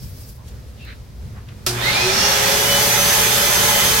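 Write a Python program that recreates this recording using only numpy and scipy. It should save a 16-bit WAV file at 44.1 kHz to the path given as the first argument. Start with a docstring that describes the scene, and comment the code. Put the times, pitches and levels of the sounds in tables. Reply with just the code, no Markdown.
"""A vacuum cleaner starts in a small room. First, low rumble and the soft steps, scuffs and ticks of
someone moving. At 1.66 s the switch snaps and rings the case, and the motor hums with the inrush.
As it spins up, the fan whines at multiples of the blade rate, the blades swish and the shaft and
bearings sing. Air rushes through the resonant housing; a high hiss builds with the suction.
Near full speed from 3 s to the end."""
import sys
import numpy as np
from scipy import signal
from scipy.fft import rfft, irfft
from scipy.io import wavfile
from scipy.ndimage import uniform_filter1d

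SR = 44100
rng = np.random.default_rng(int(sys.argv[2]) if len(sys.argv) > 2 else 0)


def transcribe(u):
    """Save the signal u as a 16-bit wav file named by the first command-line argument.

    u: samples, shape (n,) or (channels, n), limited to [-1, 1]; the rate is SR.
    q: integer samples, one column per channel.
    """
    v = np.clip(np.atleast_2d(u).T, -1, 1)
    q = np.round(v * 32767).astype(np.int16)
    wavfile.write(sys.argv[1], SR, q)


N = 176400

# Stereo likeness of noise. Each row: frequency in Hz, correlation.
CORRELATION = [(60, 1), (200, 0.7), (400, 0.65), (700, 0.28), (1300, 0), (2400, 0.5), (4400, 0.2),
               (9000, -0.01)]
# Stereo balance of the cleaner's noise. Each row: frequency in Hz, left minus right in dB.
BALANCE_DB = [(110, 4.5), (200, 5), (380, -2.5), (700, 3.5), (1290, -2.5), (4400, -2.5), (8000, -1.5),
              (12000, -0.4)]
# Room rumble. 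Each row: frequency in Hz, relative density in dB.
ROOM_COLOUR = [(20, -24), (40, -12.5), (62, 1), (90, -4.5), (120, -4.5), (160, -17), (210, -15), (300, -25),
               (480, -23.5), (750, -31.5), (1500, -35.5), (3000, -40), (5000, -38.5), (8000, -45),
               (15000, -50)]
# Rustles. Each row: peak time in seconds, width in seconds, centre in Hz, width in octaves, level in dB.
SCUFFS = [(.02, 0.051, 5100, .22, -49.5), (.23, 0.074, 5100, .22, -51.5), (.04, .1, 12000, 2.8, -46),
          (.25, 0.079, 11000, 1.9, -45.5), (.41, 0.027, 950, 0.23, -51), (.48, 0.025, 4550, 1.2, -51),
          (.69, .025, 4530, 1.3, -58), (.83, 0.021, 2680, 0.083, -47.5), (.83, 0.033, 3000, 0.72, -48.5),
          (.903, 0.029, 1810, 0.61, -40.5), (.89, 0.039, 3980, 0.16, -49), (1.38, 0.035, 1100, 1, -48),
          (1.505, 0.022, 1700, 0.87, -49.5)]
# Footfalls. Each row: start in seconds, level in dB.
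STEPS = [(.01, -26.5), (.24, -37), (1.234, -29)]
# Handling ticks. Each row: start in seconds, level in dB, centre in Hz.
TICKS = [(.848, -47, 12000), (1.487, -40.5, 2500)]
# Switch contact and bounce. Each row: start in seconds, level in dB.
SNAPS = [(1.664, -15), (1.670, -21)]
# Switch noise. Each row: frequency in Hz, relative density in dB.
SWITCH_COLOUR = [(150, -4), (500, -5.5), (1300, -3), (2200, -3), (3500, -0.5), (5200, 4), (7000, 0),
                 (10000, 1), (15000, -5.5)]
# Modes of switch and plastic case. Each row: frequency in Hz, level in dB, decay in seconds.
CASE_MODES = [(392, -31, .03), (590, -28, .018), (715, -33, .035), (1320, -28, .018), (5150, -9, .0013),
              (10200, -21, .0025)]
# Mains hum. Each row: frequency in Hz, running level in dB, inrush level in dB.
HUM_LINES = [(119, -35.5, -26), (241.6, -49, -40), (361, -56, -24), (715, -60, -37.5)]
# Shaft speed. 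Each row: time in seconds, revolutions per second.
SPEED_RPS = [(1.663, 8), (1.75, 76), (1.84, 122.5), (1.91, 140), (1.99, 154.4), (2.12, 168.8),
             (2.25, 176.5), (2.5, 183.3), (2.8, 187.9), (3.0, 190.7), (3.2, 191.75), (3.45, 192.45),
             (4.0, 192.57)]
# Fan whine. Each row: time in seconds, level at the blade rate in dB, level at twice that in dB.
WHINE_DB = [(1.75, -50, -60), (1.81, -35, -48), (1.845, -19.5, -42), (1.93, -27, -41), (1.995, -16.5, -42),
            (2.06, -34, -42), (2.25, -27.5, -37), (2.5, -38, -37), (2.63, -30, -29.5), (2.755, -22.5, -29),
            (2.9, -39, -25), (3.1, -33, -24), (3.43, -28, -31), (3.53, -34, -29.5), (3.62, -31, -24),
            (3.78, -29, -30), (3.88, -27.5, -26), (4.0, -31, -29)]
# Shaft and bearing tones. Each entry: multiple of shaft speed.
SHAFT_ORDERS = [1, 3, 4, 4.56, 10.51, 13.06, 17.67]
# Each entry: that tone's level in dB at full speed, before resonance.
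SHAFT_DB = [-39, -37.5, -40, -41, -44, -42, -39]
# Air rush at full speed. Each row: frequency in Hz, relative density in dB.
RUSH_COLOUR = [(60, -8), (130, -2.5), (200, 0.5), (310, -9.5), (400, -4), (680, -4), (900, -1.5),
               (1150, -3.5), (1600, 0.5), (2750, -4), (3300, -0.5), (3850, -3), (5000, -2.5), (5700, -4.5),
               (6300, -1.5), (7200, -6.5), (9000, -8.5), (16000, -23.5)]
# Housing resonances. Each row: centre in Hz, full width in Hz, lift in dB.
HOUSING_MODES = [(381, 64, 6.5), (465, 36, 3.5), (567, 39, 7.5), (620, 33, 4), (846, 62, 10), (1033, 33, 8),
                 (1304, 75, 8.5), (1570, 71, 2), (2050, 53, 4.5), (2410, 200, 1.5), (3400, 71, 6.5),
                 (5170, 150, 2)]
# Blade turbulence. Each row: time in seconds, level in dB.
SWISH_DB = [(1.7, -54), (1.78, -39), (1.84, -24), (2.0, -23.5), (2.12, -23.5), (2.25, -18.5), (2.45, -29),
            (3.0, -41), (4.0, -52)]
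# Its spectral humps. Each row: multiple of the blade rate, relative width, relative level in dB.
SWISH_HUMPS = [(1.0, 0.05, -9), (1.62, .075, -3), (1.97, .055, 0), (2.2, .03, -5)]
# Duct response. Each row: frequency in Hz, relative gain in dB.
DUCT_COLOUR = [(1500, -3), (3200, -5), (3650, 0), (4150, 2), (4550, -6), (4950, -7), (5450, 0), (6500, 0)]
# Suction hiss. Each row: time in seconds, level in dB.
HISS_DB = [(1.67, -47), (1.85, -37.5), (2.1, -37), (2.35, -28.5), (2.55, -27.5), (2.8, -23.5), (4.0, -23)]
# Its spectrum. Each row: frequency in Hz, relative density in dB.
HISS_COLOUR = [(3000, -21), (7000, -27), (7800, 7.5), (9000, -8), (10000, 4.5), (12500, 4), (14500, 3),
               (16000, -5)]
# Output notches. Each entry: centre in Hz.
NOTCHES_HZ = [10680, 12150, 13680, 15250]
# Case resonances for the cage and shaft tones. Each row: centre in Hz, half width in Hz, lift in dB.
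CAGE_MODES, SHAFT_MODES = [(377, 17, 21.5), (424, 7, 6.5)], [(552, 14, 11)]

ON_S, BLADES = 1.663, 16
TIME_S = np.arange(N) / SR


def undb(db):
    """Decibels to gain."""
    return 10 ** (np.asarray(db) / 20)


def curve(rows, t=TIME_S, column=1):
    """Time table, linearly interpolated."""
    rows = np.array(rows, float)
    return np.interp(t, rows[:, 0], rows[:, column])


def by_pitch(rows):
    """Frequency table as a function of Hz, interpolated on a log axis."""
    rows = np.array(rows, float)
    return lambda f: np.interp(np.log(f + 1), np.log(rows[:, 0]), rows[:, 1])


def band(hz, octaves):
    """Colour with one soft hump."""
    def colour(f):
        offset = np.log2((f + 1) / hz) / octaves
        return -20 * np.log10(1 + offset ** 4 / 2 + offset ** 2 / 2)
    return colour


def walk(rate_hz):
    """Smooth random drift, unit spread."""
    hold = max(int(SR / rate_hz), 1)
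    stairs = np.repeat(rng.standard_normal(N // hold + 1), hold)
    drift = uniform_filter1d(uniform_filter1d(stairs, hold), hold)[:N]
    return drift / drift.std()


def noise(colour, balance=None):
    """Stereo noise, rms 1, alike in the bass, diffuse in the treble; colour maps Hz to dB."""
    f = np.fft.rfftfreq(N, 1 / SR)
    mid, side = rfft(rng.standard_normal((2, N)))
    like = np.clip(by_pitch(CORRELATION)(f), -1, 1)
    sign = np.array([[1], [-1]])
    spectrum = (mid * np.sqrt(1 + like) + sign * side * np.sqrt(1 - like)) * undb(colour(f))
    if balance:
        spectrum *= undb(sign * by_pitch(balance)(f) / 2)
    x = irfft(spectrum, N)
    return x / x.std()


def tone(phase, flutter, rate_hz):
    """Partial, rms 1; strength and phase flutter in the moving air."""
    in_phase = (1 + flutter * walk(rate_hz)) * np.sin(phase)
    quadrature = flutter * walk(rate_hz) * np.cos(phase)
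    return np.sqrt(2 / (1 + 2 * flutter ** 2)) * (in_phase + quadrature)


def sweep(x, gain, size=512):
    """Moving filter; gain takes frequency in Hz and shaft speed in rev/s."""
    f, t, z = signal.stft(x, SR, nperseg=size)
    return signal.istft(z * gain(f[:, None], curve(SPEED_RPS, t)), SR, nperseg=size)[1][:, :N]


def reverb(x, t60_s=0.24):
    """Diffuse room reflections, mono to stereo."""
    t = TIME_S[:SR // 2]
    tail = rng.standard_normal((2, len(t))) * np.exp(-np.log(1000) * t / t60_s)
    tail /= np.sqrt((tail ** 2).sum(1, keepdims=True))
    return signal.fftconvolve(x[None], tail, axes=1)[:, :N]


def struck(start_s, decay_s):
    """Instant onset, exponential decay."""
    return (TIME_S >= start_s) * np.exp(-abs(TIME_S - start_s) / decay_s)


def rumble(level_db=-36):
    """Low room noise, drifting in level."""
    return noise(by_pitch(ROOM_COLOUR)) * undb(level_db + walk(6.66))


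def movement(step_hz=97, step_rise_s=0.0054):
    """Someone moves: scuffs, footfalls through the floor, handling ticks."""
    out = 0
    for peak_s, width_s, hz, octaves, db in SCUFFS:
        swell = np.exp(-.5 * ((TIME_S - peak_s) / width_s) ** 2)
        out += noise(band(hz, octaves)) * undb(db + 2 * walk(89.5)) * swell
    for start_s, db in STEPS:
        thud = struck(start_s, decay_s=0.088) * np.clip((TIME_S - start_s) / step_rise_s, 0, 1)
        out += noise(band(step_hz, octaves=0.54)) * undb(db) * thud
    for start_s, db, hz in TICKS:
        out += noise(band(hz, octaves=0.89)) * undb(db) * struck(start_s, decay_s=0.008)
    return out


def switch(age_s, dull_db=-15.5, dull_s=0.042, dull_hz=6850, bright_db=-21.5, bright_s=0.022):
    """Contacts snap, bounce and ring the case; the room tail dies treble first."""
    colour = by_pitch(SWITCH_COLOUR)
    crack = sum(undb(db) * struck(start_s, decay_s=.003) for start_s, db in SNAPS) * noise(colour)
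    since_s = np.maximum(TIME_S - SNAPS[0][0], 0)
    ring = sum(undb(db) * np.sin(2 * np.pi * hz * since_s) * np.exp(-since_s / decay_s)
               for hz, db, decay_s in CASE_MODES)
    dull = noise(lambda f: colour(f) - 10 * np.log10(1 + (f / dull_hz) ** 4), BALANCE_DB)
    dull_tail = dull * undb(dull_db) * np.exp(-age_s / dull_s)
    bright_tail = noise(colour) * undb(bright_db) * np.exp(-age_s / bright_s)
    return crack + ring + dull_tail + bright_tail


def hum(age_s, rise_s=0.029, inrush_s=0.066):
    """Windings hum near multiples of the mains, hardest during the inrush."""
    out = 0
    for hz, run_db, inrush_db in HUM_LINES:
        gain = undb(run_db) + undb(inrush_db) * np.exp(-age_s / inrush_s)
        out += gain * tone(2 * np.pi * hz * age_s, flutter=0.17, rate_hz=12)
    return out * (1 - np.exp(-age_s / rise_s))


def whine(angle_rad, rps, wet_db=-7, glide_echo_db=-5, glide_rps_per_s=71, third_db=-13, pan_db=-4):
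    """Three harmonics of the blade rate; room echoes beat against them as the pitch glides."""
    rps_per_s = uniform_filter1d(np.gradient(rps) * SR, SR // 10)
    wet = undb(wet_db) + undb(glide_echo_db) * np.clip(rps_per_s / glide_rps_per_s, 0, 1)
    first_db, second_db = curve(WHINE_DB), curve(WHINE_DB, column=2)
    out = 0
    for harmonic, db in enumerate((first_db, second_db, second_db + third_db), 1):
        phase = harmonic * BLADES * angle_rad
        gain = undb(db) / np.hypot(1, wet)
        direct = np.array([tone(phase + lag, flutter=.46, rate_hz=34) for lag in (0, np.pi / 3)])
        out += gain * direct + reverb(wet * gain * tone(phase, flutter=0.83, rate_hz=39))
    return out * undb(np.array([[pan_db], [-pan_db]]) / 2)


def shaft(angle_rad, rps, cage_order=2.29, cage_db=-39):
    """Unbalance and bearing tones grow with speed, swell at case resonances, blur in full airflow."""
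    fraction = rps / rps.max()
    blur = .15 + .3 * fraction ** 60

    def line(order, db, modes):
        phase = order * angle_rad
        diffuse = np.array([tone(phase + rng.uniform(0, 2 * np.pi), flutter=1.0, rate_hz=14)
                            for _ in range(2)])
        swell_db = sum(lift_db / (1 + ((order * rps - hz) / half_hz) ** 2)
                       for hz, half_hz, lift_db in modes)
        return undb(db + swell_db) * (.92 * tone(phase, flutter=blur, rate_hz=28) + .4 * diffuse)

    cage = line(cage_order, cage_db, CAGE_MODES)
    lines = sum(line(order, db, SHAFT_MODES) for order, db in zip(SHAFT_ORDERS, SHAFT_DB))
    return (cage + lines) * fraction ** 2.7


def rush(rps, full_db=-15.5, db_per_doubling=6, edge_order=39, shelf_db=-8):
    """Air through the resonant housing, louder and brighter with speed."""
    def housing(f):
        lift_db = sum(db / (1 + (2 * (f - hz) / width_hz) ** 2) for hz, width_hz, db in HOUSING_MODES)
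        return by_pitch(RUSH_COLOUR)(f) + lift_db

    def treble_shelf(f, frame_rps):
        depth = np.clip(2 * (1 - frame_rps / rps.max()), 0, 1) ** .5
        return undb(shelf_db * depth / (1 + (edge_order * frame_rps / (f + 1)) ** 8))

    level_db = full_db + db_per_doubling * np.log2(rps / rps.max())
    return sweep(noise(housing, BALANCE_DB), treble_shelf) * undb(level_db)


def swish():
    """Blade turbulence through the duct; its humps track the blade rate."""
    def humps(f, rps):
        return sum(undb(db) * np.exp(-.5 * ((f / (multiple * BLADES * rps) - 1) / width) ** 2)
                   for multiple, width, db in SWISH_HUMPS)

    x = sweep(noise(by_pitch(DUCT_COLOUR), BALANCE_DB), humps)
    return x / x[:, N // 2:].std() * undb(curve(SWISH_DB))


def hiss():
    """High hiss, building with the suction."""
    return noise(by_pitch(HISS_COLOUR), BALANCE_DB) * undb(curve(HISS_DB))


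def eddies(x, depth_db=1.4, span_hz=170, life_s=.09, size=1024):
    """Shifting turbulence swells and fades patches of the spectrum."""
    z = signal.stft(x, SR, nperseg=size)[2]
    field = rng.standard_normal(z.shape[1:])
    for axis, cells in enumerate((span_hz * size / SR, life_s * 2 * SR / size)):
        field = uniform_filter1d(field, max(round(cells), 1), axis=axis)
    gain = undb(depth_db * field / field.std())
    return signal.istft(z * gain / np.sqrt(np.mean(gain ** 2)), SR, nperseg=size)[1][:, :N]


def air(rps, drift_db=.35, wet_db=-3, echo_cut_hz=900):
    """Rush, swish and hiss with their high-passed room echo."""
    turbulence = rush(rps) + swish()
    suction = hiss()
    flow = (eddies(turbulence) + suction) * undb(drift_db * walk(12))
    echo = np.array([reverb(side)[0] for side in flow])
    echo = signal.sosfilt(signal.butter(2, echo_cut_hz, "high", fs=SR, output="sos"), echo)
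    return (flow + undb(wet_db) * echo) / np.hypot(1, undb(wet_db))


def scene(speed_wander=.00015, onset_s=0.0029):
    """Rumble and movement; the cleaner from ON_S."""
    age_s = np.maximum(TIME_S - ON_S, 0)
    rps = curve(SPEED_RPS)
    angle_rad = 2 * np.pi * np.cumsum(rps * (1 + speed_wander * walk(10.04))) / SR
    cleaner = whine(angle_rad, rps) + shaft(angle_rad, rps) + hum(age_s) + air(rps) + switch(age_s)
    return rumble() + movement() + cleaner * np.clip(age_s / onset_s, 0, 1)


def record(dry, lift_db=10.5, lift_hz=9950, notch_half_hz=360, top_hz=15780):
    """Top-octave lift, four narrow notches, steep low-pass."""
    f = np.fft.rfftfreq(2 * N, 1 / SR)
    notches = np.prod([(f - hz) ** 2 / ((f - hz) ** 2 + notch_half_hz ** 2) for hz in NOTCHES_HZ], axis=0)
    lift = undb(lift_db / (1 + (lift_hz / (f + 1)) ** 16))
    shaped = irfft(rfft(dry, 2 * N) * notches * lift)[:, :N]
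    return signal.sosfilt(signal.ellip(10, .2, 80, top_hz, fs=SR, output="sos"), shaped)


dry = scene()
out = record(dry)
transcribe(out)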